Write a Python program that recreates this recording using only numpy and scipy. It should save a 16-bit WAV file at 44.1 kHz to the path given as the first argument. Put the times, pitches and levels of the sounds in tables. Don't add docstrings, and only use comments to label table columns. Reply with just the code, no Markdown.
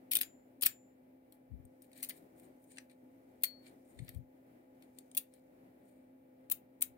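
import sys
import numpy as np
from scipy import signal
from scipy.fft import rfft, irfft, next_fast_len
from scipy.io import wavfile
from scipy.ndimage import uniform_filter1d

SR = 44100
rng = np.random.default_rng(int(sys.argv[2]) if len(sys.argv) > 2 else 0)


def natural_amplitude(level_db):
    exponent = np.asarray(level_db, float) / 20
    return 10 ** exponent


def store_pcm(level_fs):
    pcm = np.round(np.clip(level_fs, -1, 1) * 32767).astype(np.int16)
    wavfile.write(sys.argv[1], SR, np.atleast_2d(pcm).T)


N = 307377


def rms_one(x):
    return x / np.sqrt(np.mean(x ** 2) + 1e-20)


def at_hz(points, hz, col=1):
    points = np.array(points, float)
    return np.interp(np.log(hz), np.log(points[:, 0]), points[:, col])


def band(x, low_hz, high_hz):
    return signal.sosfilt(signal.butter(2, [low_hz, high_hz], "band", fs=SR, output="sos"), x)


def left_right(difference_db):
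    return natural_amplitude(np.array([[0.5], [-0.5]]) * difference_db)


def drift(rate):
    step, settle = 40, 2000
    r = np.exp(-2 * np.pi * rate * step / SR)
    chance = rng.standard_normal(N // step + settle + 2)
    slow = signal.lfilter([1], [1, -2 * r, r * r], chance)[settle:]
    return np.interp(np.arange(N) / step, np.arange(len(slow)), rms_one(slow))


def swells(rows, rise, edge_db, power):
    gain, t = np.zeros(N), np.arange(N) / SR
    rise = np.clip(rise, 0.05, 0.95)
    for top_s, length, level_db in rows:
        first = max(round((top_s - 2 * length) * SR), 0)
        at = slice(first, round((top_s + 2 * length) * SR))
        before = (top_s - t[at]) / rise
        after = (t[at] - top_s) / (1 - rise)
        away = np.maximum(before, after) / length
        gain[at] += natural_amplitude(level_db - edge_db * away ** power)
    return gain


def contacts_of_key():
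    # (time [s], peak [dB], barrel knock re snap [dB], chatter [ms])
    push_in = [(0.111, -32.5, -12, 2.5), (0.1144, -25, -8, 8.9), (0.1186, -30.5, -15.5, 3.7),
               (0.1332, -24.5, -7, 1.8), (0.1436, -30.5, -26.5, 7.2), (0.1525, -17, -10.5, 3.9),
               (0.1605, -26, -2.5, 2.3), (0.168, -20, -6.5, 1.8), (0.1873, -33, -5.5, 1.2),
               (0.2088, -32.5, -10.5, 2.0), (0.212, -21, -7.5, 1.2), (0.2169, -27, -6.5, 6),
               (0.2227, -32.5, -8.5, 2.5), (0.2319, -36, 0, 0.83), (0.6108, -39.5, -13, 2),
               (0.62, -28.5, -9, 2.0), (0.622, -24, -11, 5.7), (0.6261, -27, -9.5, 3.3),
               (0.6329, -22.5, -4.5, 1.7), (0.6481, -35.5, 0, 3.5), (0.656, -25.5, -9, 1.4),
               (0.6598, -16, -13.5, 3.6), (0.6659, -19.5, -3.5, 0.65), (0.672, -33, -21.5, 2.2)]
    # (time [s], peak [dB], barrel knock re snap [dB], chatter [ms])
    turning = [
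        (2.024, -46, -12, 3.0),
        (2.0272, -30, -11.5, 8.6),
        (2.0346, -36.5, -7, 5.4),
        (2.0882, -35.5, -31, 2.7),
        (2.0935, -35, -10, 1.4),
        (2.0967, -37.5, -6.5, 3.7),
        (2.104, -46, 5.5, 4.0),
    ]
    # (time [s], peak [dB], barrel knock re snap [dB], chatter [ms])
    stopping = [
        (3.4345, -26.5, -11.5, 1.5),
        (3.436, -17, -14, 0.97),
        (3.439, -26.5, -7.5, 1.1),
        (3.442, -27, -8.5, 3.0),
        (3.451, -34, -17, 4.1),
        (4.0903, -40, -7.5, 1.56),
        (4.986, -45, -12, 1.1),
    ]
    # (time [s], peak [dB], barrel knock re snap [dB], chatter [ms])
    pull_out = [(5.1486, -39.5, -8, 1.25), (5.169, -25.5, -13.5, 2.1), (5.173, -22.5, -12.5, 5.3),
                (5.1771, -22, -24, 1.6), (6.4992, -34, -19.5, 1.6), (6.5105, -32, -20, 2.5),
                (6.5139, -21.5, -15, 2.9), (6.5193, -23, -17.5, 2.26), (6.809, -39.5, -23, 2.6),
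                (6.8176, -25, -12.5, 3.9), (6.823, -18, -17.5, 0.93), (6.835, -45.5, 1, 2.2)]
    # (time [s], peak [dB], barrel knock re snap [dB], thinness [dB])
    touches = [(1.3226, -53, -7, 4.5), (1.6517, -58, -26.5, 4), (1.8197, -52, -13, -2),
               (1.9156, -64, 3.5, 7), (1.9298, -57.5, -1, -2), (1.977, -50.5, -16, -2),
               (2.0037, -57.5, 0, -1), (2.397, -56, -10, 5), (2.6404, -63, -15, 6), (2.7156, -65, -12, -28),
               (2.771, -55, 9, -19), (2.7823, -42.5, 3.5, -23.5), (2.8964, -68, 9, -6), (2.912, -72, 1, 10),
               (3.4115, -63, -8, 13.5), (3.4218, -54.5, -11, 7.5), (3.6647, -62.5, 9, -2),
               (3.9889, -55, 7.5, -12), (4.046, -57, -15, 1.5), (4.0807, -61.5, 13, 9),
               (4.1466, -55, -9, 3), (4.822, -60, 2.5, 0.5), (4.985, -49.5, -4.5, -12.5),
               (5.114, -54, -7.5, -12), (5.3376, -57, -9.5, -3)]
    depth_per_knock, thin_per_knock = 0.55, -0.2
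    contacts = []
    for rows, deep_db, thin_db in ((push_in, -10, 6.5), (turning, -2.5, 4),
                                   (stopping, -2.5, 3.76), (pull_out, -6.5, 6)):
        for s, peak_db, knock_db, chatter_ms in rows:
            excess_db = knock_db + 10
            depth_db = deep_db + depth_per_knock * excess_db
            contacts.append((s, peak_db, knock_db, chatter_ms, depth_db, thin_db + thin_per_knock * excess_db))
    for s, peak_db, knock_db, thin_db in touches:
        contacts.append((s, peak_db, knock_db, 1.7, -3.0 + depth_per_knock * knock_db, thin_db))
    return contacts


def struck(spectrum, tilt_db, pivot_hz, t60, lag_s, spread_db, scatter=1.1, count=64):
    t = np.arange(SR // 90) / SR
    hz = np.linspace(spectrum[0][0], spectrum[-1][0], count)[:, None] * rng.uniform(0.97, 1.03, (count, 1))
    colour_db = at_hz(spectrum, hz) + 0.7 * tilt_db * np.tanh(np.log2(hz / pivot_hz) / 0.12)
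    decay = natural_amplitude(colour_db - 60 * t / (t60 * rng.uniform(0.29, 2.7, hz.shape)))
    own_db = spread_db * rng.standard_normal((2, count, 1))
    common_db = spread_db * rng.standard_normal((count, 1))
    phase = scatter * rng.standard_normal((2, count, 1)) + 2 * np.pi * rng.random((count, 1))
    phase[0] -= 2 * np.pi * hz * lag_s
    return (natural_amplitude(own_db + common_db) * decay * np.sin(2 * np.pi * hz * t + phase)).sum(axis=1)


def snaps():
    # (frequency [Hz], level [dB per Hz])
    disc_colour = [(3410, -45), (5800, -23), (6460, -11.5), (7480, -13), (8650, 1), (10600, -2.5),
                   (14300, 1.5), (15700, -1)]
    # (frequency [Hz], level [dB per Hz])
    barrel_colour = [(1150, -32.5), (1600, -14), (2200, 1.5), (2800, -2), (3500, 1.5), (4200, -0.5),
                     (5300, -11), (6500, -12.5)]
    out, push = np.zeros((2, N + SR)), np.zeros(N + SR)
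    t = np.arange(SR // 30) / SR
    for s, peak_db, knock_db, chatter_ms, deep_db, thin_db in contacts_of_key():
        start = round(s * SR)
        onset = 1 - np.exp(-t / (0.000056 * chatter_ms))
        fade = onset * np.exp(-t / (0.001 * chatter_ms))
        contacts = fade * rng.standard_normal(len(t)) * natural_amplitude(4.8 * rng.exponential(1, len(t)))
        push[start:start + len(t)] += natural_amplitude(peak_db + knock_db - 10.5) * fade * np.sign(contacts[1])

        blunt = np.clip((-12 - thin_db) / 13.5, 0, 1)
        light = np.clip((-44.5 - peak_db) / 12, 0, 1)
        disc = struck([(hz, db * (1 - blunt)) for hz, db in disc_colour], thin_db - 4.0, pivot_hz=10800,
                      t60=0.0075 + 0.004 * light, lag_s=0.0001, spread_db=2.5 + 2.9 * light)
        barrel = struck([(hz, db * (1 - blunt)) for hz, db in barrel_colour], -deep_db - 5.0, pivot_hz=2340,
                        t60=0.0098, lag_s=0.00017, spread_db=-0.5 + 0.84 * light, scatter=0.76, count=40)
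        for modes, level_db, pan_db in ((disc, -2.1, 6.5), (barrel, knock_db - 3.5, 3.5)):
            hit = signal.fftconvolve(modes, contacts[None], axes=1)
            power = uniform_filter1d(hit ** 2, size=50)
            top = np.sqrt(power.max(axis=1, keepdims=True))
            out[:, start:start + hit.shape[1]] += natural_amplitude(peak_db + level_db) * left_right(pan_db) * hit / top
    small = signal.sosfilt(signal.butter(4, 1200, "high", fs=SR, output="sos"), out[:, :N])
    return small + band(push[:N], 250, 1500) * left_right(3.0)


def rubbing():
    # (top [s], length [s], level [dB])
    grip = [
        (2.0, 0.95, -83.5),
        (2.8, 1.53, -88),
        (3.8, 1.0, -82.5),
        (5.1, .8, -81),
    ]
    # (most pressure [s], length [s], key ring [dB], skin re ring [dB], barrel re ring [dB])
    strokes = [(1.341, 0.055, -83, 10, -4), (1.84, 0.047, -71.5, 2, -5), (1.979, 0.082, -61, 0, -4),
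               (2.036, 0.044, -63, -1, -4), (2.068, 0.027, -65, 8, -11), (2.164, 0.069, -67.5, 4.5, -4.5),
               (2.384, 0.045, -71.5, 0, -8), (2.441, 0.057, -70, 3.5, -4), (2.635, 0.12, -77, 0, -12),
               (2.713, 0.043, -61.5, -9, -9.5), (2.762, 0.06, -67, -14, -3), (2.797, 0.095, -83, 10, 3),
               (2.915, 0.026, -71, -4, 1.5), (3.64, .04, -85, 9, 14), (3.675, 0.064, -67, -4, 0.2),
               (3.907, .13, -71, -5, -12), (3.99, 0.078, -74, -10, -3), (4.037, 0.064, -75.5, 1, 2),
               (4.094, 0.059, -77.5, 4, 9.5), (4.15, .06, -76, 4.5, -2.5), (4.835, 0.056, -77.5, -7, 0),
               (4.982, 0.047, -76.5, -10, -1.5), (5.353, 0.076, -78, 4.5, 3), (5.89, 0.19, -80.5, 1, -5)]
    bursts_db = 2.6 * np.minimum(rng.exponential(1, N), 5) + 2.2 * drift(150)
    slips = rng.standard_normal((2, N)) * natural_amplitude(bursts_db)
    key = band(slips, 8450, 9500)
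    key += natural_amplitude(-6.0) * band(slips, 7140, 7700) + natural_amplitude(-10.0) * band(slips, 7500, 11500)
    skin = band(slips, 11100, 15700)
    skin += natural_amplitude(-2.5) * band(slips, 10200, 13000) + natural_amplitude(-18.0) * band(slips, 5100, 7300)
    barrel = band(slips, 1700, 2150) + natural_amplitude(4.5) * band(slips, 2220, 2380)
    barrel += natural_amplitude(-1.5) * band(slips, 3780, 4460) + natural_amplitude(-4.0) * band(slips, 2900, 3400)

    s, length, key_db, skin_db, barrel_db = np.transpose(strokes)
    out = swells(grip, rise=0.45, edge_db=9.5, power=2) * rms_one(band(slips[::-1], 5000, 21000))
    for x, level_db in ((key, key_db), (skin, key_db + skin_db), (barrel, key_db + barrel_db)):
        pressure = swells(zip(s, length, level_db), rise=0.39, edge_db=11.5, power=1.3)
        out = out + pressure * natural_amplitude(2.0 * drift(23)) * rms_one(x)
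    return out * natural_amplitude([[1.5], [-3.5]])


def rings():
    # (struck [s], frequency [Hz], level [dB], t60 [s], left-right difference [dB])
    ring_tones = [
        (0.156, 7150, -61.5, 0.4, -3.5),
        (.212, 7120, -53.5, 0.45, 4),
        (.212, 7300, -67, 0.19, 0),
        (.661, 7130, -52.5, 0.52, 3.5),
        (.661, 7390, -56.5, 0.3, 0.5),
        (.661, 7930, -77, .6, -2.5),
        (3.436, 4393, -42.5, 0.36, 13.5),
        (3.437, 8575, -35, .05, 7.5),
    ]
    out = np.zeros((2, N))
    t = np.arange(SR) / SR
    for s, hz, level_db, t60, pan_db in ring_tones:
        stilled_db = -20 * np.maximum(t - 0.27, 0) / 0.05
        phase = 2 * np.pi * hz * t + np.array([[0], [1.2]])
        tone = natural_amplitude(level_db - 60 * t / t60 + stilled_db) * np.sin(phase)
        start = round(s * SR)
        out[:, start:start + SR] += tone * left_right(pan_db)
    return out


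def draught():
    # (top [s], length [s], level [dB])
    gusts = [
        (.19, 0.24, -64),
        (.65, 0.23, -67.5),
        (1.545, 0.14, -42.5),
        (1.656, .08, -59),
        (4.01, .14, -45),
        (4.096, 0.051, -63.5),
        (4.168, 0.12, -41),
        (6.525, 0.15, -66.5),
        (6.89, .3, -71),
    ]
    lumps = band(rng.standard_normal((2, N)), 66, 140) * natural_amplitude(2.0 * drift(27))
    pressure = swells(gusts, rise=0.35, edge_db=24, power=1.2)
    return pressure * rms_one(band(lumps, 30, 230)) * natural_amplitude([[5.0], [-18.0]])


def room(x):
    # (low edge [Hz], high edge [Hz], level [dB], t60 [s])
    tail_bands = [(497.6, 2100, -19.5, 0.21), (3017, 7600, -21, 0.14), (6780, 21000, -24.5, 0.14)]
    t = np.arange(SR // 3) / SR
    tail = 0
    for low_hz, high_hz, level_db, t60 in tail_bands:
        noise = band(rng.standard_normal((2, len(t))), low_hz, high_hz) * (1 - np.exp(-t / 0.00077))
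        tail = tail + natural_amplitude(level_db - 15.5 - 60 * t / t60) * noise
    return signal.fftconvolve(x, tail, axes=1)[:, :N]


def hum():
    # (frequency [Hz], left [dB], right [dB], left lead [rad])
    hum_tones = [(119.5, -80, -81, -0.1), (258.4, -64, -63, -0.0), (515.5, -69, -73, -1.8),
                 (586.8, -80, -77, -1.7), (839.8, -78, -86, -1.6), (2320, -91, -100, -0.6),
                 (9001, -100, -104, -1.1), (14686, -86, -93, -1.3)]
    out, t = 0, np.arange(N) / SR
    for hz, left_db, right_db, lead in hum_tones:
        phase = 2 * np.pi * hz * t + 1.5 * drift(2.0) + np.array([[lead], [0]])
        waver_db = 1.7 * drift(8) - 0.8
        level_db = np.array([[left_db], [right_db]]) + waver_db
        out = out + np.sqrt(2) * natural_amplitude(level_db) * np.sin(phase)
    return out


def room_air():
    # (frequency [Hz], left [dB per Hz], right [dB per Hz])
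    air_colour = [(30, -9.5, -20), (57.5, 0, -3), (110, 3, -0.5), (200, 8.5, 6.5), (297, 16.5, 11),
                  (457, 8, -1.5), (498.3, 5.5, 7), (674.4, 7, 4.5), (1090, -9.5, -10.5), (1400, -13, -8),
                  (2020, -7, -12), (3270, -23, -19.5), (6300, -29, -27.5), (11800, -18.5, -20)]
    # (frequency [Hz], likeness [-1 to 1])
    likeness = [(60, 0.73), (130, 0.94), (290, 0.97), (640, -0.045), (1400, -0.56), (3000, 0.05),
                (15000, -0.41)]
    size = next_fast_len(N)
    hz = np.maximum(np.fft.rfftfreq(size, 1 / SR), 1)
    first, second = rfft(rng.standard_normal((2, size)))
    alike = np.clip(at_hz(likeness, hz), -1, 1)
    pair = np.array([first, alike * first + np.sqrt(1 - alike ** 2) * second])
    colour_db = np.array([at_hz(air_colour, hz, col=1), at_hz(air_colour, hz, col=2)])
    shape = natural_amplitude(colour_db - 101.5) * (hz < 15900) * (hz > 20)
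    return irfft(pair * shape, size)[:, :N] * np.sqrt(SR / 2) * natural_amplitude(1.7 * drift(2.8))


def scene():
    lock = snaps() + rubbing()
    return lock + room(lock) + rings() + draught() + room_air() + hum()


def roll_off(x):
    return signal.sosfilt(signal.butter(12, 16790, fs=SR, output="sos"), x)


def record(dry):
    # (frequency [Hz], gain [dB])
    top_edge = [(15800, 0), (16100, -22), (16800, -30)]
    loud = uniform_filter1d(np.mean(dry ** 2, axis=0), size=441)
    over_db = np.maximum(10 * np.log10(loud + 1e-12) + 36, 0)
    recovery_db = 0.63 * np.arange(N) / SR
    held_db = np.maximum.accumulate(0.12 * over_db + recovery_db) - recovery_db
    levelled = dry * natural_amplitude(-uniform_filter1d(held_db, size=883, origin=440))
    size = next_fast_len(N)
    shelf = natural_amplitude(at_hz(top_edge, np.fft.rfftfreq(size, 1 / SR) + 1))
    mix = irfft(rfft(levelled, size) * shelf, size)[:, :N]
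    return roll_off(mix)


dry = scene()
out = record(dry)
store_pcm(out)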